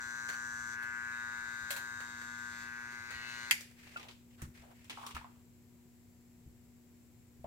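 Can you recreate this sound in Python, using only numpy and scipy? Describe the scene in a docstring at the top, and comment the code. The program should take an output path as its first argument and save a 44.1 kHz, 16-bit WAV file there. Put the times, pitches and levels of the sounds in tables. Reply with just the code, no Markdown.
"""A rattling electric buzz, then a sharp snap and a few knocks and scrapes: a soldering gun at work.
Its transformer twitches twice per mains cycle, shaking the case and the tip as the grip shifts.
The circuit board ticks under the hand, the trigger snaps off, and the gun is laid on the bench.
Behind it all, a fan hums in a small workroom."""
import sys
import numpy as np
from scipy import signal
from scipy.fft import rfft, irfft, next_fast_len
from scipy.io import wavfile
from scipy.ndimage import uniform_filter1d, map_coordinates

SR = 44100
rng = np.random.default_rng(int(sys.argv[2]) if len(sys.argv) > 2 else 0)


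def generate_wav(sig):
    """Save sig (samples, or channels by samples) to the path in sys.argv[1] as 16-bit PCM at SR."""
    pcm = np.round(np.clip(np.atleast_2d(sig).T, -1, 1) * 32767).astype(np.int16)
    wavfile.write(sys.argv[1], SR, pcm)


N = 329242
BUZZ_HZ, OFF_S = 120.04, 3.508  # twitches per second; when the trigger opens

# Levels in the tables are relative: the functions add their own gains.
# The tones of the transformer's core and of the plastic case.
# Each row: multiple of the buzz (rounded when played), level in dB, left minus right in dB.
CORE_TONES = [(6, -30.5, 1.5), (7, -23, 10), (8, -16, 2.5), (9, -16, -4), (10, -12.5, 3.5),
              (11, -11.5, 4.5), (12, -4.5, 3), (13, 1, 12), (14, -2.5, -2.5), (15, -16, -8.5)]
CASE_TONES = [(15.86, 2, -3.5), (17.3, -1, 4), (17.8, -5.5, 3), (19.39, -7.5, 4), (20, -18.5, 0.5),
              (20.6, -15.5, 7), (22.4, -14, 12.5)]
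# How hard each part shakes as the grip shifts. Each row: time in seconds, level in dB.
CORE_LEVEL = [(0.02, -43.5), (0.27, -42.5), (0.77, -43), (0.79, -41), (2.05, -45), (2.07, -48.5),
              (2.48, -44.5), (2.53, -48), (2.74, -46), (3.16, -49.5), (3.44, -47.5), (3.48, -48)]
CASE_LEVEL = [(0, -59), (0.66, -61.5), (0.8, -56), (1.22, -56), (2.03, -60), (2.07, -61), (2.5, -59.5),
              (2.53, -57), (3.08, -57), (3.13, -51.5), (3.5, -54.5)]
TIP_LEVEL = [(0, -59.5), (0.74, -59), (0.77, -67.5), (0.88, -66.5), (1.6, -61.5), (2.08, -62.5),
             (2.63, -61), (2.7, -67), (3.25, -64.5), (3.29, -61)]
# The tone colour of each rattle. Each row: frequency in Hz, level in dB.
CORE_RATTLE = [(400, -19), (900, -11), (1550, 7), (2100, -17.5), (3000, -17.5), (5000, -27.5)]
CASE_RATTLE = [(1200, -13.5), (2000, 1.5), (2800, -8), (3200, -20), (6000, -30.5)]
FRAME_RATTLE = [(2500, -13), (2850, -6), (3180, -16), (3450, -4), (3750, -1), (4000, 0.5), (4300, -2.5),
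                (4750, -1.5), (5200, -6), (5800, -12.5), (8000, -22.5)]
TIP_RATTLE = [(4500, -22), (5150, -10.5), (5650, -4), (6000, 2.5), (6400, 1.5), (6850, -1.5), (7400, 0),
              (8050, -11), (8600, -4.5), (9300, -23.5), (11000, -23.5), (12800, -11), (15500, -40)]
# The notes of the chattering tip. Each row: pitch in Hz, level in dB.
TIP_NOTES = [(5640, -4), (6270, 2.5), (6840, -3.5), (7380, -3), (7900, -13), (8650, -15.5)]
# Loose parts sing out. Each row: start and end in seconds, pitch in Hz, level in dB.
SINGING = [(0, 0.773, 5880, -67.5), (0, 0.77, 6100, -61.5), (0, 0.77, 7320, -65), (0.85, 2.66, 7470, -65),
           (1.11, 2.7, 3730, -67), (2.52, 3.517, 2316, -65.5), (3.14, 3.477, 2890, -60.5),
           (3.125, 3.517, 4230, -68.5), (3.27, 3.48, 6350, -62.5), (3.27, 3.52, 8330, -69)]

# The board ticks, the tip slips, the trigger springs back and the gun's body brushes something.
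# Each row: start in seconds, level in dB.
TICKS = [(0.8255, -49.5), (1.7045, -31), (1.7263, -43), (1.7625, -38)]
SLIPS = [(0.288, -37), (0.298, -46), (0.326, -44.5), (0.338, -47), (2.003, -44), (2.214, -46.5),
         (2.92, -48), (3.106, -42), (3.122, -49.5)]
TRIGGER = [(3.51, -18)]
BRUSHES = [(3.96, -37.5)]
# The case knocks on tools and bench.
# Each row: start in seconds, level in dB, treble offset in dB, pitch in Hz.
KNOCKS = [(3.6077, -43, -6, 4500), (3.712, -55, -9, 2010), (3.8686, -48.5, -20, 2200),
          (3.9699, -38.5, -21, 2670), (3.997, -41, -23.5, 2650), (4.013, -46, -25.5, 2600),
          (4.0285, -45, -25, 2980), (4.0851, -43, -28, 3120), (4.1107, -47.5, -20, 3600),
          (4.4185, -42, -6, 1750), (4.844, -56, -5, 2700), (4.8973, -34, -16.5, 2740),
          (4.904, -36.5, -25, 2900), (4.926, -43, -21.5, 2360), (5.065, -38.5, -7.5, 3400),
          (5.108, -44.5, -21, 3000), (5.1481, -40.5, -11.5, 2720), (5.166, -37, -20, 2000)]
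# Nudged things knock hollowly. Each row: start in seconds, level in dB, pitch in Hz.
CLONKS = [(3.958, -52, 710), (4.973, -44, 1050), (4.984, -47.5, 1060), (5.014, -48, 1060),
          (5.028, -46.5, 1070), (5.037, -47, 1090), (5.066, -46, 1180), (5.09, -52, 1180),
          (5.107, -53, 1190), (5.155, -47.5, 1260), (5.1646, -40.5, 1280), (5.212, -51, 1140),
          (5.244, -47.5, 1040), (7.442, -40.5, 690)]
# Bumps on the bench. Each row: start in seconds, level in dB, treble lift in dB per octave.
THUMPS = [(0.601, -59, -8), (1.631, -59, -8), (3.15, -55, -8), (4.423, -38.5, 1.5), (4.596, -53.5, -1),
          (5.145, -43.5, -9), (6.462, -49, 1.5), (7.394, -51, 1.5), (7.443, -48, -1)]
# Drags over the mat. Each row: start and end in seconds, level in dB, pitch in Hz.
SLIDES = [(3.74, 4.02, -59.5, 2180), (3.956, 4.142, -60.5, 766), (4.301, 4.363, -68.5, 2600),
          (4.372, 4.471, -59, 1480), (4.53, 4.643, -61, 2130), (4.599, 4.757, -62, 724),
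          (4.723, 4.922, -67, 2240), (4.92, 5.162, -59, 2850), (5.277, 5.449, -74.5, 1000)]
# The tone colour of each sharp contact. Each row: frequency in Hz, level in dB.
TICK_TONE = [(150, -18), (440, -11.5), (590, 0.5), (800, -2.5), (1700, 0.5), (2350, 0.5), (3200, -3.5),
             (4250, 0.5), (5400, -7), (7000, -1), (9000, -5.5), (13000, -2.5), (16000, -10)]
SLIP_TONE = [(300, -14.5), (750, -4.5), (1050, -6), (1550, 8.5), (2400, -4.5), (3700, -10), (4500, -4.5),
             (5200, -17.5), (6800, -5.5), (9500, -19), (16000, -19.5)]
TRIGGER_TONE = [(400, -33.5), (560, -38), (850, -12.5), (1150, -17.5), (1950, 2), (2700, -1), (3400, -8),
                (4100, -13.5), (4800, -2), (5200, -11), (7100, -9.5), (8500, -13.5), (12800, -15.5),
                (16000, -23.5)]
KNOCK_TREBLE = [(3000, -30.5), (5500, 1.5), (8000, 3.5), (11000, -3), (16000, -3)]
# Tone colours that move with the pitch. 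Each row: multiple of the pitch, level in dB.
KNOCK_TONE = [(.05, -13.5), (.12, 0), (.2, -10.5), (.33, -2.5), (.55, -5.5), (.8, 1.5), (1.15, 1),
              (1.7, -7), (2.5, -12), (4.4, -30)]
CLONK_TONE = [(.2, -24), (.5, -17), (.72, -4.5), (.9, 1.5), (1.08, 0), (1.3, -10), (2, -26.5), (4, -33),
              (10, -56)]
SLIDE_TONE = [(.2, -14), (.6, -10), (.8, -2), (1.2, -2.5), (1.45, -9.5), (3, -14), (7, -25.5), (20, -29)]
# How each thing rings when struck. Each row: pitch in Hz, level in dB, seconds to fade by 60 dB.
BOARD_RING = [(560.6, -4.5, 0.44), (990, -4, 0.17), (2600, 6, 0.12), (3300, 3, .09), (4150, 0.5, .14),
              (7990, 1, .13)]
TIP_RING = [(1586, 9, 0.19), (4490, -4.5, 0.092), (4700, -18, 0.21), (6880, -5, 0.064)]
SPRING_RING = [(2020, 1, 0.13), (3210, 2, 0.041), (4840, 0, 0.037), (7100, -6.5, .09)]
BODY_RING = [(1220, -23.5, 0.22), (1415, 3, 0.036), (2650, -10, 0.06)]
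BENCH_RING = [(72.2, 4, 0.18), (128.4, 5, 0.11), (187, -6.5, 0.16), (322, -4, 0.056)]

# The fan's tones, and the colours of the air and a thin hiss. Each row: frequency in Hz, level in dB.
FAN_HUM = [(96.9, -73), (120.04, -72), (177.6, -79), (240.08, -63), (360.1, -79), (720.2, -92),
           (960.3, -91)]
AIR_TONE = [(25, -16.5), (60, -7.5), (90, -2), (140, -8), (200, -12.5), (380, -16), (600, -24),
            (1300, -30.5), (2200, -28), (3200, -33.5), (8200, -32.5), (9500, -37.5), (13000, -31.5),
            (15800, -33.5)]
HISS_TONE = [(5500, -34), (6900, -14.5), (7450, -5), (8000, -14.5), (9000, -23)]
# How alike the air is on the left and right. Each row: frequency in Hz, likeness from 0 to 1.
AIR_LIKENESS = [(100, 0.56), (400, 0.61), (1500, 0.082), (5000, 0.044)]
# The microphone's two openings ring differently. Each row: frequency in Hz, left minus right in dB.
PORT_BALANCE = [(6400, 1), (7300, 3.5), (7900, 2.5), (8800, -9), (9800, 0), (11000, -6), (13000, -0.5)]
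# The buzz reaches them by different paths. Each row: frequency in Hz, the left's lead in radians.
PORT_LEAD = [(960, 0.5), (1200, 0.5), (1320, -2.5), (1440, 0.4), (1560, -1.63), (1680, -1.16),
             (1800, -1.53), (2600, -1.7)]


def buzzing_gun():
    """The transformer shakes the case, frame and tip; the buzz dies away when the trigger opens."""
    core_db, case_db, tip_db = (level_curve(rows) for rows in (CORE_LEVEL, CASE_LEVEL, TIP_LEVEL))
    # dB above each part's average while the gun is on
    core_rise, case_rise, tip_rise = (db - db[:round(OFF_S * SR)].mean()
                                      for db in (core_db, case_db, tip_db))
    # a quieter core sounds duller
    sound = amp(core_db + 0.68) * twitches(CORE_TONES, 0.13 * core_rise, waver_db=0.96, lag=-0.038)
    sound += amp(core_db - 16) * rattle(CORE_RATTLE, scatter_db=6.5, rough=3.2, lag=0.28, pan_db=6)
    # the case gets brighter as it shakes harder and as the core weakens
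    case_tilt_db = 0.22 * case_rise - 0.12 * core_rise
    sound += amp(case_db + 2.5) * twitches(CASE_TONES, case_tilt_db, waver_db=3, lag=-0.022, smear=0.3)
    sound += amp(case_db - 3.5) * rattle(CASE_RATTLE, scatter_db=1, rough=4.3, lag=0.4, pan_db=4.5)
    # tip and case shake the frame, which also takes up what the core loses
    frame_db = -60.5 + 0.87 * tip_rise - 0.7 * core_rise + 0.49 * case_rise
    sound += amp(frame_db) * rattle(FRAME_RATTLE, scatter_db=-1, rough=0.57, lag=0.25, pan_db=1)
    tip = rattle(TIP_RATTLE, scatter_db=0, rough=0.8, lag=0.4, pan_db=1.4, ring_s=0.05)
    sound += amp(tip_db + 2.5) * tip
    # chatter on the joint rings the tip; a rattling case damps it
    chatter = strikes(scatter_db=1.2, lag=0.45)
    ring = sum(amp(db + 2.5 * wobble(6.3)) * resonance(chatter, hz, width_hz=120) for hz, db in TIP_NOTES)
    ring_db = -71.5 + 0.35 * tip_rise - 0.3 * case_rise
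    sound += amp(ring_db) * stereo(ring, pan_db=-0.8, delay_samples=1)
    since_off = np.maximum(np.arange(N) / SR - OFF_S, 0)
    return sound * fade(since_off, 0.1)


def twitches(tones, tilt_db, waver_db, lag, smear=0):
    """Tones add up to one pulse per twitch; tilt_db lifts each higher multiple, lag is in cycles."""
    cycle = np.arange(N) * BUZZ_HZ / SR - lag
    wave, power, sides = 0, 0, np.array([[0.5], [-0.5]])
    for multiple, db, pan_db in tones:
        step = multiple - tones[0][0]
        size = amp(db + tilt_db * step + waver_db * wobble(11))
        late = smear * step ** 2 / (2 * len(tones))  # higher tones arrive later
        harmonic = round(multiple)
        phase = 2 * np.pi * (harmonic * cycle - late) + sides * value_at(PORT_LEAD, harmonic * BUZZ_HZ)
        wave += size * unit(amp(sides * pan_db)) * np.cos(phase)
        power += size ** 2 / 2
    return wave / np.sqrt(power)


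def rattle(tone, scatter_db, rough, lag, pan_db, ring_s=0.1117):
    """A loose part strikes on every twitch, with some grit; its ring shifts as the hand moves."""
    t = np.arange(SR // 10) / SR
    paths = rng.standard_normal((2, 2, len(t))) * fade(t, ring_s)  # two grips, two sides
    paths[:, 0] += stereo(paths[0, 1], pan_db=0, delay_samples=5)[0]  # the sides share some ring
    # short paths smear each strike in time but colour it only mildly
    response = rfft(paths)
    paths = irfft(response / np.sqrt(np.abs(response)), len(t))
    one, other = signal.fftconvolve(strikes(scatter_db, lag)[None, None], paths, axes=2)[..., :N]
    grip = 1.17 * wobble(1.44)
    ring = unit(one * np.cos(grip) + other * np.sin(grip))
    since_strike = (np.arange(N) * BUZZ_HZ / SR - lag - 0.5) % 1  # in cycles
    grit = unit(rng.standard_normal((2, N)) * np.exp(-since_strike))
    sound = coloured(ring + rough * grit, tone)
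    return np.array([unit(side) for side in sound]) * pan(pan_db)


def strikes(scatter_db, lag):
    """One sharp hit per buzz cycle, shifted by lag cycles; scatter_db makes the hits uneven."""
    cycle = np.arange(N) * BUZZ_HZ / SR - lag + 2
    offset = (cycle % 1 - 0.5) * SR / BUZZ_HZ  # samples from the hit
    sizes = amp(scatter_db * rng.standard_normal(int(N * BUZZ_HZ / SR) + 5))
    return sizes[cycle.astype(int)] * np.sinc(offset) * np.exp(-(offset / 8) ** 2)


def singing_parts(waver_db=0.95, swell_s=0.022):
    """Loose parts, struck on every twitch, each sing one note for as long as the grip holds."""
    out, t = np.zeros(N), np.arange(N) / SR
    chatter = strikes(scatter_db=1.7, lag=0.48)
    for start, end, hz, db in SINGING:
        hold = np.clip(np.minimum(t - start, end - t) / swell_s, 0, 1)
        out += resonance(chatter, hz, width_hz=110) * hold * amp(db + waver_db * wobble(7.3))
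    return stereo(out, pan_db=2.4, delay_samples=1)


def clicks():
    """Ticks, slips and the trigger's snap: each is a crack plus the ring of board, tip or spring."""
    out = np.zeros((2, N))
    hardest = max(db for start, db in TICKS)
    for start, db in TICKS:
        dulling_db = 0.43 * (hardest - db)  # a lighter touch loses its treble
        tone = [(hz, level - dulling_db * min(hz / 10000, 1)) for hz, level in TICK_TONE]
        crack = contact(tone, fade_s=0.023, bench_db=6.5, room_db=-5, pan_db=1, room_s=0.4)
        add(out, start, amp(db - 3) * (crack + amp(-9) * ringing(BOARD_RING)))
    for start, db in SLIPS:
        scratch = contact(SLIP_TONE, fade_s=0.022, bench_db=-1, room_db=-11, pan_db=0.5)
        add(out, start, amp(db - 2) * (scratch + amp(-4.5) * ringing(TIP_RING)))
    for start, db in TRIGGER:
        snap = contact(TRIGGER_TONE, fade_s=0.007, bench_db=-7.5, room_db=-25, pan_db=-0.5, bench_s=0.056)
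        add(out, start, amp(db) * (snap + amp(-7) * ringing(SPRING_RING)))
    return out


def case_knocks():
    """The plastic case hits tools and bench: a bright click on top of a pitched knock."""
    out = np.zeros((2, N))
    for start, db, treble_db, hz in KNOCKS:
        click = contact(KNOCK_TREBLE, fade_s=0.013, bench_db=-9, room_db=-20, pan_db=0)
        knock = contact(pitched(KNOCK_TONE, hz), fade_s=0.0087,
                        bench_db=-6, room_db=-15, pan_db=-0.5, bench_s=0.064)
        add(out, start, amp(db + treble_db + 1.5) * click + amp(db - 6.5) * knock)
    return out


def settling(bounce_s=0.05, bounce_loss_db=7.5):
    """Nudged things clonk, the brushed gun rings, and gun, hand and arm make the bench boom."""
    out = np.zeros((2, N))
    for start, db, hz in CLONKS:
        clonk = contact(pitched(CLONK_TONE, hz), fade_s=0.025,
                        bench_db=-11.5, room_db=-18, pan_db=0.5, bench_s=0.13)
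        add(out, start, amp(db) * clonk)
    for start, db in BRUSHES:
        add(out, start, amp(db) * ringing(BODY_RING, attack_s=0.0077))
    for start, db, tilt_db in THUMPS:
        boom = -ringing(BENCH_RING, tilt_db, attack_s=0.0023)
        add(out, start, amp(db) * boom)
        add(out, start + bounce_s, amp(db - bounce_loss_db) * boom)  # the weight settles
    return out


def sliding(grain_db=2):
    """The cord and the case drag over the mat in small catches."""
    out = np.zeros((2, N))
    for start, end, db, hz in SLIDES:
        n = max(round((end - start) * SR), SR // 50)
        catches = rng.standard_normal((2, n)) * amp(grain_db * wobble(129)[:n])
        rub = unit(coloured(catches, pitched(SLIDE_TONE, hz)))
        add(out, start, amp(db) * rub * signal.windows.tukey(n, 0.5))
    return out


def contact(tone, fade_s, bench_db, room_db, pan_db, bench_s=0.11, room_s=0.41):
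    """One hit: a short crack of noise, quick echoes off the bench, then the room's longer tail."""
    t = np.arange(SR // 2) / SR
    crack = stereo(rng.standard_normal(len(t)) * fade(t, fade_s), pan_db=0, delay_samples=8)
    tail = amp(bench_db) * fade(t, bench_s) + amp(room_db) * fade(t, room_s)
    echoes = rng.standard_normal((2, len(t))) * tail * (1 - np.exp(-t / 0.0014))
    return unit_peak(coloured(crack + echoes, tone)) * pan(pan_db)


def ringing(notes, tilt_db=0, attack_s=0.00083):
    """A struck thing rings with a few fading notes; tilt_db lifts each higher octave."""
    t = np.arange(SR // 2) / SR
    ring = sum(amp(db + tilt_db * np.log2(hz)) * fade(t, fade_s) * np.sin(2 * np.pi * hz * t)
               for hz, db, fade_s in notes)
    onset = 1 - np.exp(-t / attack_s)
    return unit_peak(stereo(ring * onset, pan_db=0.71, delay_samples=10))


def fan_and_air():
    """A fan's wavering hum, steady air, and a thin hiss mostly on the left."""
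    t, hz = np.arange(N) / SR, np.fft.rfftfreq(N, 1 / SR)
    hum = sum(amp(db + 1.5 * wobble(3.63)) * np.sqrt(2) * np.sin(2 * np.pi * (pitch * t + rng.random()))
              for pitch, db in FAN_HUM)
    # the two sides are alike in the bass and drift apart in the treble
    spread = np.arccos(value_at(AIR_LIKENESS, hz)) / 2
    spectrum = rfft(rng.standard_normal((2, N))) * amp(value_at(AIR_TONE, hz))
    mid, side = irfft(spectrum * [np.cos(spread), np.sin(spread)], N)
    air = unit(np.array([mid + side, mid - side])) * amp([[-63.33], [-64.7]])
    hiss = amp(-83) * unit(coloured(rng.standard_normal(N), HISS_TONE))
    return stereo(hum, pan_db=1.8, delay_samples=6) + air + stereo(hiss, pan_db=16.7, delay_samples=0)


def microphone_ports(x):
    """Close sounds take on the colour of the microphone's left and right openings."""
    return np.array([coloured(side, [(hz, sign * db / 2) for hz, db in PORT_BALANCE])
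                     for side, sign in zip(x, (1, -1))])


def resonance(x, hz, width_hz):
    """Keep one narrow band of x, at a standard level."""
    return unit(signal.lfilter(*signal.iirpeak(hz, hz / width_hz, fs=SR), x))


def coloured(x, tone):
    """Give x a tone colour, with a filter that rings only after a hit (minimum phase)."""
    n = x.shape[-1]
    half = next_fast_len(n // 2 + SR // 20)
    size = 2 * half
    cepstrum = irfft(np.log(amp(value_at(tone, np.fft.rfftfreq(size, 1 / SR)))))
    cepstrum[1:half] *= 2  # move the early half of the response after the hit
    cepstrum[half + 1:] = 0
    return irfft(rfft(x, size) * np.exp(rfft(cepstrum)), size)[..., :n]


def pitched(tone, hz):
    """Move a tone colour given in multiples to a pitch."""
    return [(hz * multiple, db) for multiple, db in tone]


def value_at(rows, hz):
    """Read between a table's rows on a musical (log) frequency scale."""
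    frequencies, values = np.transpose(rows)
    return np.interp(np.log(hz + 1), np.log(frequencies + 1), values)


def level_curve(rows):
    """Join timed levels with straight lines, one value per sample."""
    return np.interp(np.arange(N) / SR, *np.transpose(rows))


def wobble(rate):
    """A smooth curve through rate random points a second."""
    return map_coordinates(rng.standard_normal(int(N * rate / SR) + 4), [np.arange(N) * rate / SR])


def fade(t, fade_s):
    """Die away by 60 dB every fade_s seconds."""
    return amp(-60 * t / fade_s)


def amp(db):
    """Turn decibels into a gain."""
    return 10 ** (np.asarray(db) / 20)


def unit(x):
    """Scale to an average (rms) level of 1."""
    return x / np.sqrt(np.mean(x ** 2) + 1e-20)


def unit_peak(x):
    """Scale so that the loudest 4 milliseconds have a level of 1."""
    return x / np.sqrt(uniform_filter1d(np.mean(x ** 2, axis=0), 176).max())


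def pan(pan_db):
    """Two gains that make the left pan_db louder than the right."""
    return amp([[pan_db / 2], [-pan_db / 2]])


def stereo(x, pan_db, delay_samples):
    """Spread one channel over two, delaying the left."""
    return np.array([np.pad(x, (delay_samples, 0))[:len(x)], x]) * pan(pan_db)


def add(track, start, sound):
    """Mix a sound in at start seconds."""
    part = track[:, round(start * SR):][:, :sound.shape[1]]
    part += sound[:, :part.shape[1]]


def scene():
    """Everything on the bench, with the room behind it."""
    close = buzzing_gun() + singing_parts() + clicks() + case_knocks() + sliding()
    return microphone_ports(close) + settling() + fan_and_air()


def record(dry):
    """Cut away the very highest treble."""
    size, top_hz = next_fast_len(N + SR // 2), 15850
    kept = np.fft.rfftfreq(size, 1 / SR) < top_hz
    return irfft(rfft(dry, size) * kept, size)[:, :N]


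dry = scene()
out = record(dry)
generate_wav(out)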